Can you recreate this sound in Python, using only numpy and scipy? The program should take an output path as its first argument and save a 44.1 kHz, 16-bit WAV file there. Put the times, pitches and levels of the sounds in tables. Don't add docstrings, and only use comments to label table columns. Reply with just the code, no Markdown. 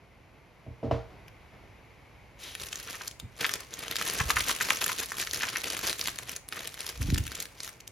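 import sys
import numpy as np
from scipy import signal
from scipy.fft import rfft, irfft, next_fast_len
from scipy.io import wavfile

SR = 44100
rng = np.random.default_rng(int(sys.argv[2]) if len(sys.argv) > 2 else 0)


def master(y):
    cut = np.clip(np.atleast_2d(y).T, -1, 1)
    pcm = np.round(cut * 32767)
    wavfile.write(sys.argv[1], SR, pcm.astype(np.int16))


N = 348831


def undb(db):
    return 10 ** (np.asarray(db) / 20)


def unit(x):
    return x / np.sqrt(np.sum(x ** 2, axis=-1, keepdims=True))


def curve(rows):
    time_s, *columns = np.transpose(rows)
    return [np.interp(np.arange(N) / SR, time_s, column) for column in columns]


def colour(x, points):
    n = next_fast_len(x.shape[-1], True)
    n += n % 2
    hz, db = np.transpose(points)
    log_hz = np.log(np.fft.rfftfreq(n, 1 / SR) + 1)
    cepstrum = irfft(np.log(undb(np.interp(log_hz, np.log(hz), db))))
    cepstrum[1:n // 2] *= 2
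    cepstrum[n // 2 + 1:] = 0
    response = np.exp(rfft(cepstrum))
    return irfft(rfft(x, n) * response)[..., :x.shape[-1]]


def noise(points):
    return unit(colour(rng.standard_normal(N), points)) * np.sqrt(N)


def walk(points_per_s):
    return 1.48 * np.interp(np.arange(N) / SR * points_per_s, np.arange(N), rng.standard_normal(N))


def around(x, hz, ratio, order):
    band = signal.butter(order, [hz / ratio, hz * ratio], "band", fs=SR, output="sos")
    return signal.sosfilt(band, x)


def add(out, start_s, sound):
    i = max(int(start_s * SR), 0)
    out[..., i:i + sound.shape[-1]] += sound[..., :max(N - i, 0)]


def effort(rows, attack_s, release_s):
    t = np.arange(N) / SR
    strength = 0
    for start_s, length_s, *level_db in rows:
        before = np.maximum(start_s - t, 0) / attack_s
        after = np.maximum(t - start_s - length_s, 0) / release_s
        stroke = np.exp(-np.minimum(before + after, 20))
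        strength = np.maximum(strength, undb(level_db)[:, None] * stroke)
    return strength


# hz, left_lead_rad
PORT_PHASE_POINTS = [(0, 0), (60, -.28), (200, -.42), (450, .4), (1000, .05), (2800, .35), (4000, .1),
                     (6000, -.1), (7000, -1.4), (8200, -3.1), (8900, -3.5), (10900, -5.8), (12400, -6.5),
                     (14300, -9.1), (16000, -9.6)]
# hz, left_minus_right_db
PORT_BALANCE_POINTS = [(500, -1.5), (1400, 0), (2600, 2.5), (5000, 0.4), (7500, 0.5)]


def ports(x):
    n = next_fast_len(N, True)
    hz = np.fft.rfftfreq(n, 1 / SR)
    balance_db = np.interp(hz, *np.transpose(PORT_BALANCE_POINTS))
    lead_rad = np.interp(hz, *np.transpose(PORT_PHASE_POINTS))
    half = undb(balance_db / 2) * np.exp(.5j * lead_rad)
    return irfft(rfft(x, n) * np.array([half, 1 / half]), n)[:, :N]


def room(x, t60_s=.33, rise_s=0.00066, level_db=-9.5):
    t = np.arange(SR // 2) / SR
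    shape = np.exp(-np.log(1000) * t / t60_s) * (1 - np.exp(-t / rise_s))
    tails = unit(rng.standard_normal((2, len(t))) * shape)
    tails = colour(tails, [(60, -14), (130, -6), (300, 3), (1500, 0), (5000, -2), (15000, -4)])
    return undb(level_db) * signal.fftconvolve(x, tails, axes=1)[:, :N]


# hz, relative_db_per_hz
AIR_SPECTRUM = [(15, -61), (25, -9), (53, 1.5), (87, -1), (120, -0.5), (200, -11.5), (400, -12.5),
                (500, -11.5), (620, -13), (960, -14.5), (1400, -19.5), (1850, -19), (2150, -13),
                (2500, -18.5), (3400, -27), (7000, -35), (12500, -38), (16000, -63)]
# time_s, level_db
AIR_LEVELS = [(0, -58), (.6, -57), (1.2, -54), (2.3, -54.5), (7.9, -55.5)]


def air(side_db=-8, side_hz=150):
    level_db, = curve(AIR_LEVELS)
    high_pass = signal.butter(1, side_hz, "high", fs=SR, output="sos")
    side = undb(side_db) * signal.sosfilt(high_pass, noise(AIR_SPECTRUM))
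    return undb(level_db) * (ports(noise(AIR_SPECTRUM)) + np.array([side, -side]))


# time_s, level_db
RUSTLE_LEVELS = [(1.09, -64), (1.145, -50.5), (1.3, -63), (1.48, -66), (1.545, -54), (1.6, -63),
                 (1.655, -53.5), (1.85, -84)]


def rustle(uneven_db=2, points_per_s=29.95):
    level_db, = curve(RUSTLE_LEVELS)
    cloth = noise([(150, 11.5), (700, 5), (1600, -4.5), (5000, -17.5), (15000, -49)])
    return undb(level_db + uneven_db * walk(points_per_s)) * cloth


# start_s, length_s, level_db
ARM_DRAGS = [(4.19, 0.23, -43), (7.01, 0.19, -29.5)]
# hz, relative_db_per_hz
DRAG_SPECTRUM = [(30, -2), (60, 9), (100, -1), (200, -11.5), (320, -18), (500, -54), (1500, -69)]


def drags():
    push, = effort(ARM_DRAGS, attack_s=0.02, release_s=0.051)
    return push * noise(DRAG_SPECTRUM)


# start_s, level_db (rms over 1/30 s), pitch_hz
SOFT_BUMPS = [(2.63, -49, 73.4), (3.236, -40.5, 92), (4.18, -49, 79), (4.206, -32, 95), (4.252, -35, 61),
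              (4.36, -48, 104), (7.004, -32, 87), (7.086, -33, 162), (7.125, -29, 190),
              (7.129, -24.5, 77.5), (7.158, -40.5, 189), (7.204, -32, 61.6)]


def bumps(cycles=0.45, scuff_db=-7, scuff_s=0.018, width_ratio=1.46):
    t = np.arange(SR // 4) / SR
    out = np.zeros(N)
    for start_s, level_db, pitch_hz in SOFT_BUMPS:
        cushion = 1 - np.exp(-2 * pitch_hz * t)
        swing = np.sin(2 * np.pi * pitch_hz * t) * np.exp(-pitch_hz * t / cycles) * cushion
        burst = rng.standard_normal(len(t)) * np.exp(-t / scuff_s)
        scuff = around(burst, 1.254 * pitch_hz, width_ratio, order=4)
        bump = unit(unit(swing) + undb(scuff_db) * unit(scuff))
        add(out, start_s, bump * undb(level_db))
    return out * np.sqrt(SR / 30)


# start_s, blow_db, blow_hz (band centre), rise_s (cushioning), heave_lag_s, heave_db
# (levels are rms over 1/30 s)
KNOCKS = [(0.663, -46, 450, 0.0044, 0.013, -39.5), (0.828, -30, 486, 0.0084, .02, -34.5),
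          (.911, -26, 728, 0.0008, .011, -28), (3.225, -45.5, 212, 0.00085, 0.0076, -57)]
# mode_hz, relative_db, t60_s
TABLE_MODES = [(61.5, 13.5, 0.49), (88, 22.5, 0.14), (120.2, 18, 0.25), (236, 11.5, 0.24), (288, 8.5, 0.15),
               (461.6, 1, 0.31), (571, -2.5, 0.28), (613, 13, 0.049), (644, -1.5, 0.34), (670, 12.5, 0.039),
               (800, -9.5, 0.33), (974, 6.5, 0.039), (2980, 13, 0.035)]


def table(rattle_db=-5.5, rattle_s=0.053, width_ratio=1.88, heave_hz=112):
    t = np.arange(SR // 2) / SR
    ring = 0
    for mode_hz, mode_db, t60_s in TABLE_MODES:
        ring = ring + undb(mode_db) * np.sin(2 * np.pi * mode_hz * t) * np.exp(-np.log(1000) * t / t60_s)
    ring = unit(ring)
    rattle_spectrum = [(30, -31.0), (80, 28.0), (750, 9.5), (1700, 7.5), (5000, 18), (15000, 15.5)]
    out = np.zeros(N)
    for start_s, blow_db, blow_hz, rise_s, lag_s, heave_db in KNOCKS:
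        cushion = 1 - np.exp(-t / rise_s)
        blow, heave = (start_s, blow_db, blow_hz), (start_s + lag_s, heave_db, heave_hz)
        for when_s, level_db, centre_hz in (blow, heave):
            rattle = colour(rng.standard_normal(len(t)) * np.exp(-t / rattle_s), rattle_spectrum)
            struck = cushion * (ring + undb(rattle_db) * unit(rattle))
            knock = unit(around(struck, centre_hz, width_ratio, order=2))
            add(out, when_s, knock * undb(level_db))
    return out * np.sqrt(SR / 30)


def radiate(sounds, size=64):
    fade = np.exp(-3 * np.arange(size) / size)
    shared = .65 * unit(rng.standard_normal((len(sounds), 1, size)) * fade ** 2)
    separate = .36 * unit(rng.standard_normal((len(sounds), 2, size)) * fade)
    paths = shared + separate
    paths[:, :, 0] += 1
    return signal.fftconvolve(sounds[:, None], unit(paths), axes=2)


# hz, relative_db_per_hz
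TICK_SPECTRUM = [(100, -12), (480, -7), (820, -14), (1500, -7), (2900, -1), (4600, -1), (6600, 0),
                 (8000, -2), (10500, -3), (13500, -8), (16000, -10)]


def ticks(count, fast_s=0.00026, after_db=-20, crease_hz=6500, size=1024):
    rise_s, neighbour_max_s, pitch_fade_s, slow_s = .00016, .004, .004, .004
    t = np.arange(size) / SR
    chance = rng.random((count, 3, 1))
    late_s = t - neighbour_max_s * chance[:, 0]
    neighbour = chance[:, 1] ** 2 * (late_s > 0) * np.exp(-np.abs(late_s) / fast_s)
    shiver = undb(after_db) * np.exp(-t / slow_s)
    shape = (1 - np.exp(-t / rise_s)) * (np.exp(-t / fast_s) + neighbour + shiver)
    pitch_hz = crease_hz * 2 ** (2 * chance[:, 2] - 1)
    pitch = np.sin(2 * np.pi * pitch_hz * t) * np.exp(-t / pitch_fade_s)
    return unit(colour((rng.standard_normal((count, size)) + .5 * pitch) * shape, TICK_SPECTRUM))


def panels(hz, cycles=2.0, spread=0.739, swell_cycles=1.0, count=12, size=1024):
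    long_share, long_cycles = .13, 17
    t = np.arange(size) / SR
    chance = rng.random((len(hz), count, 2, 1))
    ladder = 2 * (np.arange(count)[:, None] + chance[:, :, 0]) / count - 1
    turns = np.minimum(hz[:, None, None] * np.exp(spread * ladder), SR / 4) * t
    decay = np.exp(-turns / cycles) + long_share * np.exp(-turns / long_cycles)
    fade = (1 - np.exp(-turns / swell_cycles)) * decay
    weight = np.sign(chance[:, :, 1] - .5) * (1 - .5 * ladder ** 2)
    return unit(np.sum(weight * fade * np.sin(2 * np.pi * turns), axis=1))


# start_s, length_s, panel_relative_db, crease_relative_db
BRUSH_STROKES = [(2.435, 0.044, -60, -45.5)]
# time_s, relative_db
HOLD_LEVELS = [(2.39, -52), (2.56, -64), (2.66, -47), (3.08, -48), (3.17, -101), (3.38, -54), (3.7, -56.5),
               (4.1, -43.5), (4.8, -36.5), (4.95, -43), (5.04, -50), (5.085, -47), (5.13, -39), (5.24, -42),
               (5.3, -46), (5.37, -45), (5.9, -41.5), (6.3, -50), (6.44, -78), (6.6, -46.5), (7.4, -47.5),
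               (7.5, -59), (7.7, -51.5), (7.9, -81)]
# start_s, length_s, panel_relative_db, crease_relative_db
FLEX_STROKES = [(2.6, 0.032, -41, -42), (2.755, 0.076, -46, -56), (2.835, 0.13, -43, -42.5),
                (2.99, 0.051, -46, -47.5), (3.402, 0.036, -31.5, -39), (3.447, 0.029, -33, -39),
                (3.513, 0.0066, -35, -36), (3.535, 0.02, -36.5, -40), (3.585, 0.045, -43, -60),
                (3.71, 0.16, -40.5, -46.5), (3.9, 0.031, -34.5, -48), (3.985, 0.23, -32.5, -34),
                (4.285, 0.026, -29, -29.5), (4.365, 0.049, -37.5, -31), (4.465, 0.047, -31.5, -29),
                (4.6, 0.029, -30, -32.5), (4.672, 0.058, -31, -30), (4.812, 0.016, -33, -32),
                (4.872, 0.052, -34.5, -30), (4.988, 0.05, -36.5, -33.5), (5.185, 0.038, -36.5, -32.5),
                (5.332, 0.064, -34.5, -36), (5.4, 0.1, -34, -36.5), (5.53, 0.051, -32, -40.5),
                (5.64, 0.17, -34.5, -40), (5.835, 0.07, -30, -30.5), (5.985, 0.095, -42.5, -39),
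                (6.19, 0.051, -44, -57), (6.28, 0.088, -42, -44), (6.53, 0.076, -35, -43),
                (6.6, 0.066, -39, -49), (6.8, 0.11, -39.5, -41), (7.015, 0.08, -43.5, -42.5),
                (7.31, 0.12, -42.5, -48), (7.63, 0.031, -46.5, -36)]


def handling(catch_db=-0.8, catch_points_per_s=70):
    hold_db, = curve(HOLD_LEVELS)
    held = undb(hold_db) * (np.arange(N) / SR > HOLD_LEVELS[0][0])
    flexed = effort(FLEX_STROKES, attack_s=0.0072, release_s=0.011)
    catching = undb(catch_db * np.tanh(walk(catch_points_per_s)))
    brushed = effort(BRUSH_STROKES, attack_s=0.021, release_s=0.074)
    return np.hypot(flexed, held) * catching, brushed


# hz, relative_db_per_hz
RUB_SPECTRUM = [(60, -7), (150, -0.5), (340, -2), (460, 3.5), (600, -1), (780, -6.5), (1200, -5),
                (2500, -1), (4000, -8.5), (7000, -14.5), (16000, -35)]


def sliding(worked, brushed, uneven_db=3, slip_db=-10.0, hiss_db=-3.0):
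    rub, hiss = worked * undb(slip_db + uneven_db * walk(140)) + brushed
    slide = rub * noise(RUB_SPECTRUM) + hiss * undb(hiss_db) * noise(TICK_SPECTRUM)
    swish_spectrum = [(1000, -9), (2300, -1.5), (3000, 0), (3900, 1.5), (4800, -10), (12000, -22)]
    return slide + brushed[1] * noise(swish_spectrum)


def crackle(panel, crease, panel_hz=2100, ring_db=-11.0, tick_db=-2, count=160):
    buckles_per_s, scatter_db, bright_range_db = 520, 7.8, 5
    ring_hz = panel_hz * np.exp(0.3045 * rng.standard_normal(count))
    rings = radiate(panels(ring_hz, cycles=2.0, spread=0.617, count=5))
    cracks = radiate(ticks(count))
    chance = rng.random((int(buckles_per_s * N / SR), 4))
    size_db = scatter_db * np.minimum(-np.log(chance[:, 1]), 2.2)
    bright_db = bright_range_db * (2 * chance[:, 2] - 1)
    ring_gain = unit(undb(size_db - bright_db)) * np.sqrt(N)
    tick_gain = unit(undb(size_db + bright_db)) * np.sqrt(N)
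    low, high = np.zeros((2, 2, N))
    for (place, _, _, shape), ring, tick in zip(chance, ring_gain, tick_gain):
        when_s = place * N / SR
        add(low, when_s, ring * rings[int(shape * count)])
        add(high, when_s, tick * cracks[int(shape * count)])
    return low * panel * undb(ring_db) + high * crease * undb(tick_db)


# middle_s, length_s, level_db (rms over the length), panel_hz
FOLDS = [(2.884, 0.03, -44.5, 2260), (2.947, 0.019, -43, 1880), (3.011, 0.013, -41, 1675),
         (3.43, 0.0038, -39, 1810), (3.45, 0.012, -26, 2160), (4.203, 0.017, -26, 1904),
         (4.307, 0.0074, -30, 1543), (4.371, 0.018, -27.5, 2060), (4.392, 0.023, -40, 2070),
         (4.406, 0.013, -31.5, 3000), (4.494, 0.013, -31, 2015), (4.609, 0.016, -30, 1770),
         (4.69, 0.022, -49, 1970), (4.705, 0.006, -26.5, 1505), (4.819, 0.014, -34, 1820),
         (4.895, 0.011, -32, 2100), (4.916, 0.0085, -40, 1700), (5.022, .026, -39, 1860),
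         (5.222, 0.03, -42, 2580), (5.41, 0.024, -37, 2700), (5.433, 0.018, -30, 2200),
         (5.485, 0.014, -35.5, 2620), (5.559, 0.013, -33, 2070), (5.854, 0.04, -47, 2230)]


def crumples(spread=0.606, cycles=2.8, edge_db=-9, count=9):
    out = np.zeros((2, N))
    for middle_s, length_s, level_db, panel_hz in FOLDS:
        place = (np.arange(count) + rng.random(count)) / count - .5
        share = unit(undb(edge_db * np.abs(2 * place)))
        gains = share * undb(level_db) * np.sqrt(length_s * SR)
        ring_hz = panel_hz * np.exp(0.1765 * rng.standard_normal(count))
        rings = radiate(panels(ring_hz, cycles=cycles, spread=spread, count=6))
        for when_s, gain, ring in zip(middle_s + length_s * place, gains, rings):
            add(out, when_s, gain * ring)
    return out


# start_s, panel_ring_db, tick_db (levels are rms over 10 ms)
LOUD_BUCKLES = [(1.2814, -56, -58), (2.5513, -38.5, -38.5), (2.599, -46, -43), (2.634, -61, -38.5),
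                (2.667, -46.5, -44), (2.7282, -45, -35), (2.757, -58, -38.5), (2.7995, -48, -41),
                (2.9, -41, -44), (3.077, -43, -33.5), (3.112, -55, -47), (3.199, -49, -40.5),
                (3.4082, -36, -36), (3.4446, -27, -37), (3.465, -49, -31.5), (3.493, -33, -34),
                (3.5382, -35, -28.5), (3.605, -52, -39.5), (3.7388, -54, -36), (3.791, -65, -36),
                (3.881, -48, -37), (3.912, -41, -34), (3.923, -35, -40), (3.9564, -34.5, -31.5),
                (3.966, -37, -31.5), (4.013, -34, -35), (4.068, -41, -48), (4.202, -34, -35),
                (4.303, -22.5, -29.5), (4.368, -26, -47), (4.478, -43, -42), (4.4941, -27.5, -35),
                (4.512, -40, -33), (4.5253, -49, -34.5), (4.563, -52, -36.5), (4.61, -30.5, -36),
                (4.624, -44, -33), (4.6503, -45, -33), (4.7049, -25.5, -26.5), (4.729, -40, -33),
                (4.771, -44, -34.5), (4.814, -29, -29.5), (4.8417, -37.5, -26.5), (4.8624, -33.5, -29.5),
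                (4.892, -37, -42), (4.9177, -30, -35), (4.985, -45, -35.5), (5.0303, -48, -36),
                (5.059, -55, -40.5), (5.1186, -34, -40), (5.169, -50, -39), (5.2169, -57, -35),
                (5.226, -41, -34), (5.272, -36.5, -42.5), (5.311, -56, -36.5), (5.335, -38, -33.5),
                (5.345, -44, -32), (5.36, -44, -36), (5.421, -38, -36), (5.4332, -37, -34),
                (5.487, -40, -39), (5.559, -33, -42), (5.569, -34, -33.5), (5.642, -39.5, -32.5),
                (5.681, -56, -35), (5.702, -45, -32.5), (5.768, -38.5, -57), (5.7913, -43, -33),
                (5.869, -48, -29.5), (5.874, -54, -31), (5.899, -43, -41), (5.929, -53, -33),
                (6.012, -38.5, -33), (6.0564, -46, -34.5), (6.0735, -39.5, -28), (6.0832, -34.5, -34),
                (6.092, -44, -39), (6.1873, -40.5, -33), (6.294, -43, -37), (6.316, -52, -37),
                (6.363, -47, -36), (6.487, -62, -40), (6.5245, -38, -41), (6.674, -49, -34),
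                (6.742, -44.5, -41), (6.776, -45, -50), (6.805, -44.5, -35.5), (6.865, -47, -35.5),
                (6.89, -50, -38), (7.017, -57, -36.5), (7.102, -45, -36.5), (7.144, -49, -31.5),
                (7.159, -38.5, -59), (7.1791, -37, -28.5), (7.2668, -41.5, -39), (7.278, -43.5, -42),
                (7.318, -43, -39), (7.353, -54, -39), (7.402, -46, -32.5), (7.4251, -46, -33),
                (7.455, -47.5, -42.5), (7.604, -62, -36.5), (7.677, -38.5, -40.5), (7.691, -44, -42),
                (7.8039, -50.5, -45), (7.876, -57, -42.5)]


def snaps(lead_db=-15, lead_s=0.0039, panel_hz=2750, db_per_octave=46, scatter_octaves=0.1134):
    start_s, ring_db, tick_db = np.transpose(LOUD_BUCKLES)
    octaves = (np.median(ring_db) - ring_db) / db_per_octave
    ring_hz = panel_hz * 2 ** (octaves + scatter_octaves * rng.standard_normal(len(start_s)))
    ring, tick = undb(ring_db)[:, None], undb(tick_db)[:, None]
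    flip = ring * panels(ring_hz, swell_cycles=0.29)
    flip = flip + tick * ticks(len(start_s), fast_s=0.00028, after_db=-15.5)
    lead = tick * undb(lead_db) * ticks(len(start_s))
    out = np.zeros((2, N))
    for when_s, give, buckle in zip(start_s, radiate(lead), radiate(flip)):
        add(out, when_s - lead_s * (.5 + rng.random()), give)
        add(out, when_s, buckle)
    return out * np.sqrt(SR / 100)


def bag(brush_crackle_db=-9):
    worked, brushed = handling()
    panel, crease = worked + undb(brush_crackle_db) * brushed
    return sliding(worked, brushed) + crackle(panel, crease) + crumples() + snaps()


def scene(knock_room_db=-4):
    near = rustle() + drags() + bumps() + bag()
    knocks = table()
    return air() + room(near + undb(knock_room_db) * knocks) + ports(near + knocks)


def record(dry):
    dry = signal.sosfilt(signal.butter(4, 36, "high", fs=SR, output="sos"), dry)
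    return signal.sosfilt(signal.ellip(8, .2, 70, 16000, fs=SR, output="sos"), dry)


dry = scene()
out = record(dry)
master(out)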